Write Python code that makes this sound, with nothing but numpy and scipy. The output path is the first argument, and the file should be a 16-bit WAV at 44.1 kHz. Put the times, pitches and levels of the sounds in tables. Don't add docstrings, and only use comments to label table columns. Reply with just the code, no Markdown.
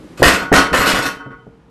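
import sys
import numpy as np
from scipy import signal
from scipy.fft import rfft, irfft, next_fast_len
from scipy.io import wavfile
from scipy.ndimage import uniform_filter1d, map_coordinates

SR = 44100
rng = np.random.default_rng(int(sys.argv[2]) if len(sys.argv) > 2 else 0)


def int16_out(signal):
    q = np.round(np.clip(np.atleast_2d(signal).T, -1, 1) * 32767)
    wavfile.write(sys.argv[1], SR, q.astype(np.int16))


N = 74970

# frequency in Hz, relative level in dB.
AIR_SPECTRUM = [(15, -40.5), (25, -14), (54, 1), (86, -18.5), (127, -0.5), (208, -7), (451, -13),
                (665, -22), (861, -18), (12000, -52.5), (15600, -72), (22000, -120)]
OPENING_NOISE_SPECTRUM = [(15, -43.5), (25, -12), (118, -9), (269, -4), (306, -3.5), (451, -15), (500, -9),
                          (718, -23), (1060, -22), (12000, -43), (15600, -61.5), (22000, -120)]
# frequency in Hz, time to fall 60 dB (T60) in seconds.
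GARAGE_DECAY = [(100, 0.44), (500, .34), (1500, 0.31), (4000, 0.27), (11000, 0.2)]
# start in seconds, thump in dB, floor boom in dB, cut-off in Hz.
PLATFORM_BLOWS = [(0.196, -14.5, -46, 348), (0.2199, -3, -23.5, 900), (0.257, -12.5, -14.5, 397),
                  (0.277, -27.5, -19, 610), (0.333, -25, -29, 600), (0.414, -26.5, -43, 500),
                  (.43, -27.5, -52, 400), (0.5172, -5.5, -20, 900), (0.527, -9.5, -22.5, 450),
                  (.575, -15.5, -20.5, 500), (0.647, -28, -37.5, 400), (0.715, -14.5, -26, 330),
                  (0.733, -14.5, -36.5, 900), (0.782, -10, -41, 140), (0.804, -15, -26.5, 333),
                  (.868, -15.5, -37.5, 240), (0.931, -10.5, -48, 139), (0.984, -18, -59, 330),
                  (1.063, -22.5, -62, 333), (1.166, -36.5, -65, 329.7), (1.258, -22.5, -64.5, 264),
                  (1.303, -34.5, -64, 400), (1.465, -29, -62, 271.4)]
# start and length in seconds, level in dB,
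# then treble and steel ring in dB relative to that level.
PLATE_RATTLES = [(0.173, 0.088, -37.5, 5, -4.5), (.228, .03, -9, 0, -7), (0.256, 0.032, -10, 1.5, -3),
                 (0.321, 0.026, -18.5, 2, -3.5), (0.386, 0.043, -27, -7, 6), (.527, .033, -10.5, 0, -6),
                 (0.547, 0.044, -13, 1, 3.5), (0.625, 0.02, -24.5, -6, 7), (.728, .016, -12, -4, -6),
                 (0.746, 0.056, -20.5, 4, -10.5), (0.797, .04, -18, -1.5, 3),
                 (0.858, 0.052, -16.5, 4.5, -5.5), (0.943, .045, -18, -1, -3), (1.021, 0.0099, -23, 4, 1),
                 (1.049, 0.017, -21.5, 3, 2.5), (1.19, 0.016, -45, -21.5, 17),
                 (1.245, 0.012, -52, -20.5, 17.5), (1.302, 0.016, -46.5, -25, 15.5)]
# start in seconds, clang in dB, crack in dB.
COLLAR_SLAMS = [(0.2288, -4.5, 3.5), (.527, -9.5, -13.5), (.732, -17, -24.5)]
# frequency in Hz, relative level in dB.
THUD_SPECTRUM = [(30, -20.5), (80, -13.5), (130, -4.5), (190, -3.5), (280, -4.5), (450, -2), (700, -5.5),
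                 (1200, -9), (4000, -22.5), (12000, -53)]
BODY_SPECTRUM = [(60, -28), (160, -3), (300, 2.5), (600, 1), (850, -4), (1150, 0.5), (1500, -0.5),
                 (1900, 0.5), (2300, -5.5), (3500, -18.5), (8000, -56)]
EDGE_SPECTRUM = [(900, -33), (1900, -9), (2700, 4), (3500, -2.5), (4500, -1), (6300, -7), (8000, -6.5),
                 (9500, -12.5), (12300, -9.5)]
# frequency in Hz, relative level in dB, T60 in seconds.
STEEL_MODES = [(280, -5.5, 0.34), (460, -13.5, 1.8), (751, -14, 0.3), (932, -8.5, .5), (1105, -2.5, .34),
               (1254, -7, .36), (1275, -6, 0.52), (1435, -6, 0.7), (1467, 1.5, 0.33), (1555, -6, .26),
               (1797, -16.5, 0.13), (2000, -13, .42), (2627, -15.5, 0.11), (3060, -14, 0.69),
               (3120, -17, .26), (3465, -19, 0.17), (4264, -12.5, 0.24), (4320, -14.5, .24),
               (4780, -20, 0.15), (5160, -20.5, 0.28), (5630, -14.5, .25), (6100, -21.5, 0.26),
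               (7010, -24, .17), (7510, -25.5, 0.12), (8550, -21, 0.13), (11800, -31, .17)]
CLANG_MODES = [(1770, -4, 0.17), (1854, -2, 0.3), (1905, -4.5, 0.067)]
WOOD_MODES = [(133, -9, .13), (190, -8.5, 0.16), (271.5, -5.5, .15), (356.5, -3.5, .12),
              (457.3, 1.5, 0.081), (586.3, -6, .12), (695.6, -8, 0.13), (762, -7, 0.076)]
BOOM_MODES = [(38, -16, 0.15), (64, 2, 0.17), (76, -1.5, 0.18)]


def amp(db):
    return 10 ** (np.asarray(db) / 20)


def unit(x):
    return x / np.sqrt(np.mean(x ** 2) + 1e-20)


def along(points, hz):
    freqs, values = np.transpose(points)
    return np.interp(np.log(hz + 1), np.log(freqs + 1), values)


def since(start):
    return np.maximum(np.arange(N) / SR - start, 0)


def wobble(per_s):
    coarse = np.arange(0, N + 64, 64)
    curve = map_coordinates(rng.standard_normal(1024), [coarse * per_s / SR], mode="wrap")
    return np.interp(np.arange(N), coarse, curve)


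def filtered(x, response):
    size = next_fast_len(N + SR // 2)
    return irfft(rfft(x, size) * response(np.fft.rfftfreq(size, 1 / SR)), size)[:N]


def noise(spectrum):
    return unit(filtered(rng.standard_normal(N), lambda hz: amp(along(spectrum, hz))))


def steadied(x, samples):
    return x / np.sqrt(np.abs(uniform_filter1d(x * x, samples)) + 1e-12)


def struck(modes, start):
    t = np.arange(SR // 3) / SR
    ring = sum(amp(db - 60 * t / t60) * np.sin(2 * np.pi * hz * t) for hz, db, t60 in modes)
    return np.pad(ring, (int(start * SR), N))[:N]


def background(air_db=-48.5, opening_noise_db=-40, fall_db_per_s=338):
    air = amp(air_db) * noise(AIR_SPECTRUM)
    return air + amp(opening_noise_db - fall_db_per_s * since(0.2)) * noise(OPENING_NOISE_SPECTRUM)


def garage(x):
    hz, t, bins = signal.stft(rng.standard_normal(SR // 2), SR, nperseg=256)
    decay = amp(-60 * t / along(GARAGE_DECAY, hz)[:, None])
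    tail = signal.istft(bins * decay, SR, nperseg=256)[1]
    return signal.fftconvolve(x, tail / np.linalg.norm(tail))[:N]


def steel(hard_contact_hz=2400, flutter_db=3, wander_rad=0.6):
    start, length, level_db, treble_db, ring_db = np.transpose(PLATE_RATTLES)
    touching = np.array([(since(on) > 0) & (since(off) == 0) for on, off in zip(start, start + length)])
    soft_power = amp(level_db + ring_db) ** 2 @ touching
    hard_power = amp(level_db + ring_db + treble_db) ** 2 @ touching
    out = np.zeros(N)
    for hz, db, t60 in STEEL_MODES:
        soft_share = 1 / (1 + (hz / hard_contact_hz) ** 10)
        drive = soft_share * soft_power + (1 - soft_share) * hard_power
        retained = amp(-120 / (t60 * SR))
        level = np.sqrt(signal.lfilter([1 - retained], [1, -retained], drive))
        phase = 2 * np.pi * (hz * since(0) + rng.random()) + wander_rad * wobble(per_s=32)
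        out += level * amp(db + flutter_db * wobble(per_s=32)) * np.sin(phase)
    return out


def collar(crack_t60_s=0.0061):
    out = np.zeros(N)
    for start, clang_db, crack_db in COLLAR_SLAMS:
        t = since(start)
        crack = (t > 0) * amp(crack_db - 60 * t / crack_t60_s) * rng.standard_normal(N)
        out += crack + amp(clang_db) * struck(CLANG_MODES, start)
    return out


def plate_shimmer(ripple_db=3.5):
    bins = signal.stft(noise(EDGE_SPECTRUM), nperseg=1024)[2]
    ripple = uniform_filter1d(rng.standard_normal(bins.shape), size=2, axis=0)
    ripple = uniform_filter1d(ripple, size=8, axis=1)
    return unit(signal.istft(bins * amp(ripple_db * unit(ripple)), nperseg=1024)[1][:N])


def burst(start, length, fall_db_per_s, attack_s=0.0026):
    return (1 - np.exp(-since(start) / attack_s)) * amp(-fall_db_per_s * since(start + length))


def plates(knocks_per_s=1400, spread_db=1.5, knock_t60_s=0.021):
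    knocks = (rng.random(N) < knocks_per_s / SR) * amp(spread_db * rng.standard_normal(N))
    knock_power = signal.lfilter([1], [1, -amp(-120 / (knock_t60_s * SR))], knocks ** 2)
    grain = steadied(np.sqrt(knock_power), samples=1300)
    body_power, edge_power = np.zeros((2, N))
    for start, length, db, treble_db, _ in PLATE_RATTLES:
        body_power += (amp(db) * burst(start, length, fall_db_per_s=338)) ** 2
        edge_power += (amp(db + treble_db) * burst(start, length, fall_db_per_s=355.5)) ** 2
    body = np.sqrt(body_power) * noise(BODY_SPECTRUM)
    edge = np.sqrt(edge_power) * plate_shimmer()
    return grain * (body + amp(-5) * edge)


def platform(thud_t60_s=0.089):
    out = np.zeros(N)
    for start, thump_db, boom_db, cutoff_hz in PLATFORM_BLOWS:
        t = since(start)
        contact_db = lambda hz: -10 * np.log10(1 + (hz / cutoff_hz) ** 4)
        wood = filtered(rng.standard_normal(N), lambda hz: amp(along(THUD_SPECTRUM, hz) + contact_db(hz)))
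        thud = steadied(wood, samples=700) * amp(1 - 60 * t / thud_t60_s)
        ring = struck([(hz, db + contact_db(hz), t60) for hz, db, t60 in WOOD_MODES], start)
        attack = 1 - np.exp(-t * cutoff_hz)
        out += amp(thump_db) * attack * (thud + ring) + amp(boom_db) * struck(BOOM_MODES, start)
    return out


def scene():
    thumps, clatter = platform(), plates()
    room = garage(amp(-10.5) * thumps + amp(-3.5) * clatter)
    direct = thumps + amp(-1) * clatter + amp(-3.5) * steel() + collar()
    return (direct + room + background())[None]


def record(dry):
    ceiling, knee, top_hz = 0.98, 4, 12480
    clipped = dry[0] / (1 + np.abs(dry[0] / ceiling) ** knee) ** (1 / knee)
    return filtered(clipped, lambda hz: np.clip((top_hz - hz) / 200 + 0.5, 0, 1))[None]


dry = scene()
out = record(dry)
int16_out(out)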